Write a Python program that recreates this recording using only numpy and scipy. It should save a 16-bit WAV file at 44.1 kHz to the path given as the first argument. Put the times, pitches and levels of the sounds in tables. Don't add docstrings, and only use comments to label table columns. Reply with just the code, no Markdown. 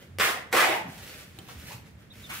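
import sys
import numpy as np
from scipy import signal
from scipy.fft import rfft, irfft
from scipy.io import wavfile
from scipy.ndimage import uniform_filter1d, map_coordinates

SR = 44100
rng = np.random.default_rng(int(sys.argv[2]) if len(sys.argv) > 2 else 0)


def wav_record(signal):
    frames = np.transpose(np.atleast_2d(signal))
    bounded = np.clip(frames, -1, 1)
    quanta = np.round(bounded * 32767).astype(np.int16)
    wavfile.write(sys.argv[1], SR, quanta)


N = 105840

# (frequency [Hz], level [dB])
RUMBLE_SPECTRUM = [(20, -24), (40, -19), (60, -3.5), (82, -1.5), (150, -2), (230, -6.5), (350, -15),
                   (900, -27), (2000, -26), (4000, -37), (15000, -46.5)]
# (time [s], length [s], level [dB], tilt [dB/octave])
SPREAD_STROKES = [(-.06, 0.086, -52.5, -1.5), (0.845, 0.15, -50, 1), (0.987, 0.23, -47.5, 0.06),
                  (1.214, 0.24, -57, 0.5), (1.464, 0.043, -42.5, 0.5), (1.548, 0.11, -49.5, 1),
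                  (1.643, 0.081, -45.5, 1), (1.828, 0.036, -52.5, -0.5), (1.957, 0.06, -56, -2),
                  (2.11, 0.32, -52.5, 0.5)]
# (frequency [Hz], level [dB])
SPREAD_SPECTRUM = [(120, -2), (450, -3.5), (900, -11), (1400, 2.5), (2600, 3.5), (4500, -2.5), (8000, -7),
                   (15000, -8)]
# (frequency [Hz], width [Hz], level [dB])
SPREAD_MODES = [(561, 140, 11), (866, 95, 9), (1950, 250, -5)]
# (time [s], level [dB])
PEBBLE_HITS = [(0.027, -58), (1.388, -39.5), (1.486, -46.5)]
# (frequency [Hz], level [dB], t60 [s])
BLADE_MODES = [(2650, -15, 0.017), (3086, 1, 0.074), (3500, 5, 0.016), (3800, -7, 0.011), (7800, -14, .03),
               (9300, -11, 0.033)]
# (frequency [Hz], level [dB])
PEBBLE_SPECTRUM = [(300, 7), (1800, -30), (2600, -3), (3700, -1), (4800, -13), (9000, -8), (15000, -9)]
# (time [s], length [s], level [dB], centre [Hz], width [Hz])
MORTAR_SLAPS = [(0.182, 0.033, -40, 257, 220), (0.529, 0.022, -25, 589, 200),
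                (1.377, 0.026, -53.5, 555, 590), (1.483, .012, -48, 825, 500),
                (1.702, 0.013, -44.5, 904, 181)]
# (time [s], level [dB], t60 [s], tilt [dB/octave])
BOARD_KNOCKS = [(0.1858, -18, 0.0093, -0.5), (0.527, -17.5, 0.097, -1)]
# (frequency [Hz], level [dB])
KNOCK_SPECTRUM = [(70, -30), (200, -7), (500, 5), (2200, 6.5), (3200, -6), (8000, -9), (15000, -8)]
# (time [s], level [dB])
SCOOP_FORCES = [
    [(.186, -51), (.196, -34), (.201, -21), (.228, -22), (.275, -27.5), (.315, -35), (.35, -52), (.40, -70)],
    [(.513, -54), (.526, -39), (.529, -34.5), (.56, -22.5), (.598, -18), (.65, -27.5), (.668, -34.5),
     (.74, -36), (.79, -63)],
]
SCOOP_TILTS = [0.26, -0.4]
# (frequency [Hz], level [dB])
SCOOP_SPECTRUM = [(100, -39.5), (230, -23), (400, -4.5), (750, -5.5), (1250, 0), (2300, -4), (3200, -6.5),
                  (4300, -12), (8000, -15.5), (15000, -18.5)]
# (frequency [Hz], width [Hz], level [dB])
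SCOOP_MODES = [(1136, 18, -4), (1216, 38, 6), (1655, 32, 12.5), (1988, 55, 12), (2400, 180, 5.5),
               (3258, 27, 11.5)]
# (time [s], length [s], level [dB], tilt [dB/octave], ring start [Hz], ring end [Hz], ring level [dB])
DRAG_STROKES = [(0.265, 0.031, -35.5, 2, 398, 473, -5.5), (0.334, 0.0578, -44, 0, 1852, 1990, 0),
                (0.616, 0.0709, -27.5, 2, 800.7, 700, -5), (0.684, 0.078, -31, 1.55, 700, 858, -7.5)]
# (frequency [Hz], level [dB])
DRAG_SPECTRUM = [(100, -23), (220, -13), (340, -5.5), (850, 0), (1300, -11), (2400, -6.5), (3500, -15.5),
                 (6000, -31.5), (15000, -32)]
# (frequency [Hz], width [Hz], level [dB])
BOARD_MODES = [(347, 48, 7.5), (708, 62, 4.5), (1635, 70, 4.5), (1972, 54, 11.5), (2200, 90, 3)]
# (time [s], length [s], level [dB], centre [Hz])
LOW_BUMPS = [(0.531, 0.025, -33, 290.3), (0.844, 0.045, -40.5, 195), (0.987, 0.025, -45.5, 90),
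             (1.553, 0.035, -49, 79.6), (1.73, 0.024, -46, 125), (1.943, 0.029, -45, 102)]
# (time [s], length [s], middle pitch [Hz], arch [Hz], glide middle to end [Hz], level [dB])
HIGH_CHIRPS = [(2.099, 0.037, 3775, 499.5, 1, -50.5), (2.229, 0.044, 3630, 1, -230, -48.5)]
# (time [s], length [s], level [dB], tilt [dB/octave])
BITE_STROKES = [(2.291, 0.032, -35.5, -2), (2.333, 0.041, -41.5, 2.5)]
# (frequency [Hz], level [dB])
BITE_SPECTRUM = [(200, -18.5), (700, -16), (1050, -2), (2200, 1), (3200, -5), (5000, -10.5), (15000, -13)]
# (frequency [Hz], t60 [s])
ROOM_DECAY = [(150, 0.64), (700, 0.66), (2000, 0.57), (5000, 0.39), (14000, 0.24)]
# (frequency [Hz], level [dB])
LEFT_MINUS_RIGHT = [(60, -2.5), (300, 0), (1300, -0.8), (2400, -1), (4400, -1.5), (8000, -3.5), (13000, 3)]

SCOOP_GRAINS_PER_S, WALL_GRAINS_PER_S = 5000, 9000
ROOM_BUILD_S, EARLY_DECAY_S, EARLY_GAIN, SPOT_STEP_S = 0.0008, 0.044, 1.7, 0.012
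MIC_LAG_S, ECHO_APART_HZ = 0.00007, 625
LOW_CUT_HZ, TOP_CUT_HZ = 32, 15600


def undb(db):
    return 10 ** (np.asarray(db) / 20)


def unit(x):
    return x / np.sqrt(np.mean(x ** 2) + 1e-20)


def on_log(points, hz):
    p = np.array(points, float)
    return np.interp(np.log(hz + 1), np.log(p[:, 0]), p[:, 1])


def freqs():
    return np.arange(N + 1) * SR / (2 * N)


def colour(x, spectrum, modes=(), tilt=0):
    f = freqs()
    power = 1 + sum(undb(db) ** 2 / (1 + (2 * (f - hz) / width) ** 2) for hz, width, db in modes)
    octaves = np.log2(np.clip(f, 200, 8000) / 1000)
    gain = unit(undb(on_log(spectrum, f) + tilt * octaves) * np.sqrt(power))
    cepstrum = irfft(np.log(gain))
    cepstrum[1:N] *= 2
    cepstrum[N + 1:] = 0
    return irfft(rfft(x, 2 * N) * np.exp(rfft(cepstrum)))[..., :N]


def walk(rate_hz):
    span = max(int(SR / rate_hz), 2)
    smoothed = uniform_filter1d(rng.standard_normal(N), span, mode="wrap")
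    return unit(uniform_filter1d(smoothed, span, mode="wrap"))


def envelope(t, start, length, attack, release):
    return np.clip((t - start) / attack, 0, 1) * np.exp(-np.maximum(t - start - length, 0) / release)


def grit(grains_per_s, spread_db, judder_db, judder_hz):
    hit = rng.random(N) < grains_per_s / SR
    size = undb(spread_db * np.minimum(rng.exponential(size=N), 4)) * rng.choice([-1, 1], N)
    return unit(hit * size * undb(judder_db * walk(judder_hz)))


def resonance(hz, width_hz):
    pole = np.exp(-np.pi * abs(width_hz) / SR)
    drift = signal.lfilter([1], np.poly([pole, pole]), rng.standard_normal((2, N)))
    carrier = np.exp(2j * np.pi * np.cumsum(hz) / SR)
    return unit(((drift[0] + 1j * drift[1]) * carrier).real)


def outdoor_rumble(level_db=-51, apart_hz=700):
    mid, side = rng.standard_normal((2, N))
    side = irfft(rfft(side, 2 * N) * freqs() / np.hypot(freqs(), apart_hz))[:N]
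    pair = np.array([mid + side, mid - side])
    return undb(level_db) * unit(colour(pair, RUMBLE_SPECTRUM)) * undb(walk(7.7))


def wall_spreads(t):
    sand = grit(WALL_GRAINS_PER_S, spread_db=6.0, judder_db=-1.5, judder_hz=90)
    out = 0
    for start, length, db, tilt in SPREAD_STROKES:
        stroke = sand * envelope(t, start, length, attack=0.047, release=0.02)
        out += undb(db) * colour(stroke, SPREAD_SPECTRUM, SPREAD_MODES, tilt)
    return out


def pebble_clinks(t):
    out = 0
    for start, db in PEBBLE_HITS:
        age = np.maximum(t - start, 0)
        ring = sum(undb(mode_db - 60 * age / t60) * np.sin(2 * np.pi * hz * age)
                   for hz, mode_db, t60 in BLADE_MODES)
        crack = rng.standard_normal(N) * (t >= start) * np.exp(-age / 0.0036)
        out += undb(db) * (0.6 * ring + 1.8 * colour(crack, PEBBLE_SPECTRUM))
    return out


def hum(t, hz=91.7, level_db=-42.5, peak_s=0.17, width_s=0.044):
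    swell = np.exp(-((t - peak_s) / width_s) ** 2 / 2)
    return undb(level_db) * np.sqrt(2) * swell * np.sin(2 * np.pi * hz * t)


def mortar_slaps(t):
    f, out = freqs(), 0
    for start, length, db, hz, width in MORTAR_SLAPS:
        detune = (f / hz - hz / (f + 1)) * hz / (2 * width)
        band = 1 / (1 + 1j * detune) ** 3
        band /= np.sqrt(np.mean(abs(band) ** 2))
        push = rng.standard_normal(N) * envelope(t, start, length, attack=0.0016, release=0.0087)
        out += undb(db) * irfft(rfft(push, 2 * N) * band)[:N]
    return out


def board_knocks(t):
    out = 0
    for start, db, t60, tilt in BOARD_KNOCKS:
        age = np.maximum(t - start, 0)
        crack = rng.standard_normal(N) * (t >= start) * undb(-60 * age / t60)
        out += undb(db) * colour(crack, KNOCK_SPECTRUM, tilt=tilt)
    return out


def board_scoops(t, full_force_db=-18.5):
    sand = grit(SCOOP_GRAINS_PER_S, spread_db=3.5, judder_db=1.0, judder_hz=220)
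    out = 0
    for curve, tilt in zip(SCOOP_FORCES, SCOOP_TILTS):
        times, force_db = np.transpose(curve)
        force = np.interp(t, times, undb(force_db), left=0, right=0)
        pressed = np.clip(force / undb(full_force_db), 0, 1) ** 2
        out += colour(force * (1 - pressed) * sand, SCOOP_SPECTRUM, tilt=tilt)
        out += colour(force * pressed * sand, SCOOP_SPECTRUM, SCOOP_MODES, tilt)
    return out


def board_drags(t):
    wet_sand = grit(SCOOP_GRAINS_PER_S, spread_db=3.5, judder_db=2.0, judder_hz=149)
    out = 0
    for start, length, db, tilt, start_hz, end_hz, ring_db in DRAG_STROKES:
        ring = resonance(np.interp(t, [start, start + length], [start_hz, end_hz]), width_hz=190)
        rasp = colour(wet_sand, DRAG_SPECTRUM, BOARD_MODES, tilt)
        contact = envelope(t, start, length, attack=0.015, release=0.013)
        out += undb(db) * contact * (rasp + undb(ring_db) * ring)
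    return out


def low_bumps(t):
    out = 0
    for start, length, db, hz in LOW_BUMPS:
        body = resonance(np.full(N, hz), width_hz=0.55 * hz)
        out += undb(db) * envelope(t, start, length, attack=0.012, release=0.023) * body
    return out


def chirps(t):
    out, waver = 0, 1 + 0.0247 * walk(710)
    for start, length, hz, arch, glide, db in HIGH_CHIRPS:
        along = np.clip(2 * (t - start) / length - 1, -1, 1)
        pitch = (hz - arch * along ** 2 + glide * along) * waver
        out += undb(db) * (1 - along ** 2) * np.sqrt(2) * np.sin(2 * np.pi * np.cumsum(pitch) / SR)
    return out


def edge_bites(t):
    coarse_sand = grit(SCOOP_GRAINS_PER_S, spread_db=1.5, judder_db=1.2, judder_hz=200)
    out = 0
    for start, length, db, tilt in BITE_STROKES:
        stroke = coarse_sand * envelope(t, start, length, attack=0.0046, release=0.024)
        out += undb(db) * colour(stroke, BITE_SPECTRUM, tilt=tilt)
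    return out


def masonry_echo(size=32768):
    t = np.arange(size) / SR
    f = np.arange(size // 2 + 1) * SR / size
    apart = f / np.hypot(f, ECHO_APART_HZ)
    mid, side = rfft(rng.standard_normal((2, size)))
    pair = np.array([mid + apart * side, mid - apart * side]) / np.hypot(1, apart)
    build = 1 - np.exp(-t / ROOM_BUILD_S)
    early = EARLY_GAIN * np.exp(-t / EARLY_DECAY_S)
    out = 0
    for band_hz, t60 in ROOM_DECAY:
        band = on_log([(hz, hz == band_hz) for hz, _ in ROOM_DECAY], f)
        fade = build * (undb(-60 * t / t60) + early)
        out += irfft(pair * band) * fade / np.sqrt(np.sum(fade ** 2))
    return out


def room(x, t, echo_db, spots):
    echo = 0
    for spot in range(spots):
        away = (t / SPOT_STEP_S - spot + spots / 2) % spots - spots / 2
        here = np.sqrt(np.clip(1 - abs(away), 0, 1))
        echo += signal.oaconvolve((x * here)[None], masonry_echo(), axes=1)[:, :N]
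    right = map_coordinates(x, [(t + MIC_LAG_S * walk(12)) * SR], mode="nearest")
    direct = np.array([x, right])
    return (direct + undb(echo_db) * echo) / np.sqrt(1 + undb(echo_db) ** 2 / 2)


def scene():
    t = np.arange(N) / SR
    work = board_scoops(t) + board_drags(t) + board_knocks(t) + mortar_slaps(t)
    work += wall_spreads(t) + edge_bites(t)
    far = room(work, t, echo_db=3, spots=7)
    near = room(pebble_clinks(t) + low_bumps(t) + chirps(t), t, echo_db=-12.5, spots=2)
    return far + near + outdoor_rumble() + hum(t)


def record(dry):
    f = freqs()
    lean_db = on_log(LEFT_MINUS_RIGHT, f) / 2
    balance = undb([lean_db, -lean_db])
    low_cut = f ** 2 / np.hypot(f ** 2, LOW_CUT_HZ ** 2)
    heard = irfft(rfft(dry, 2 * N) * balance * low_cut)[:, :N]
    top_cut = signal.ellip(10, .2, 80, TOP_CUT_HZ, fs=SR, output="sos")
    return signal.sosfilt(top_cut, heard)


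dry = scene()
out = record(dry)
wav_record(out)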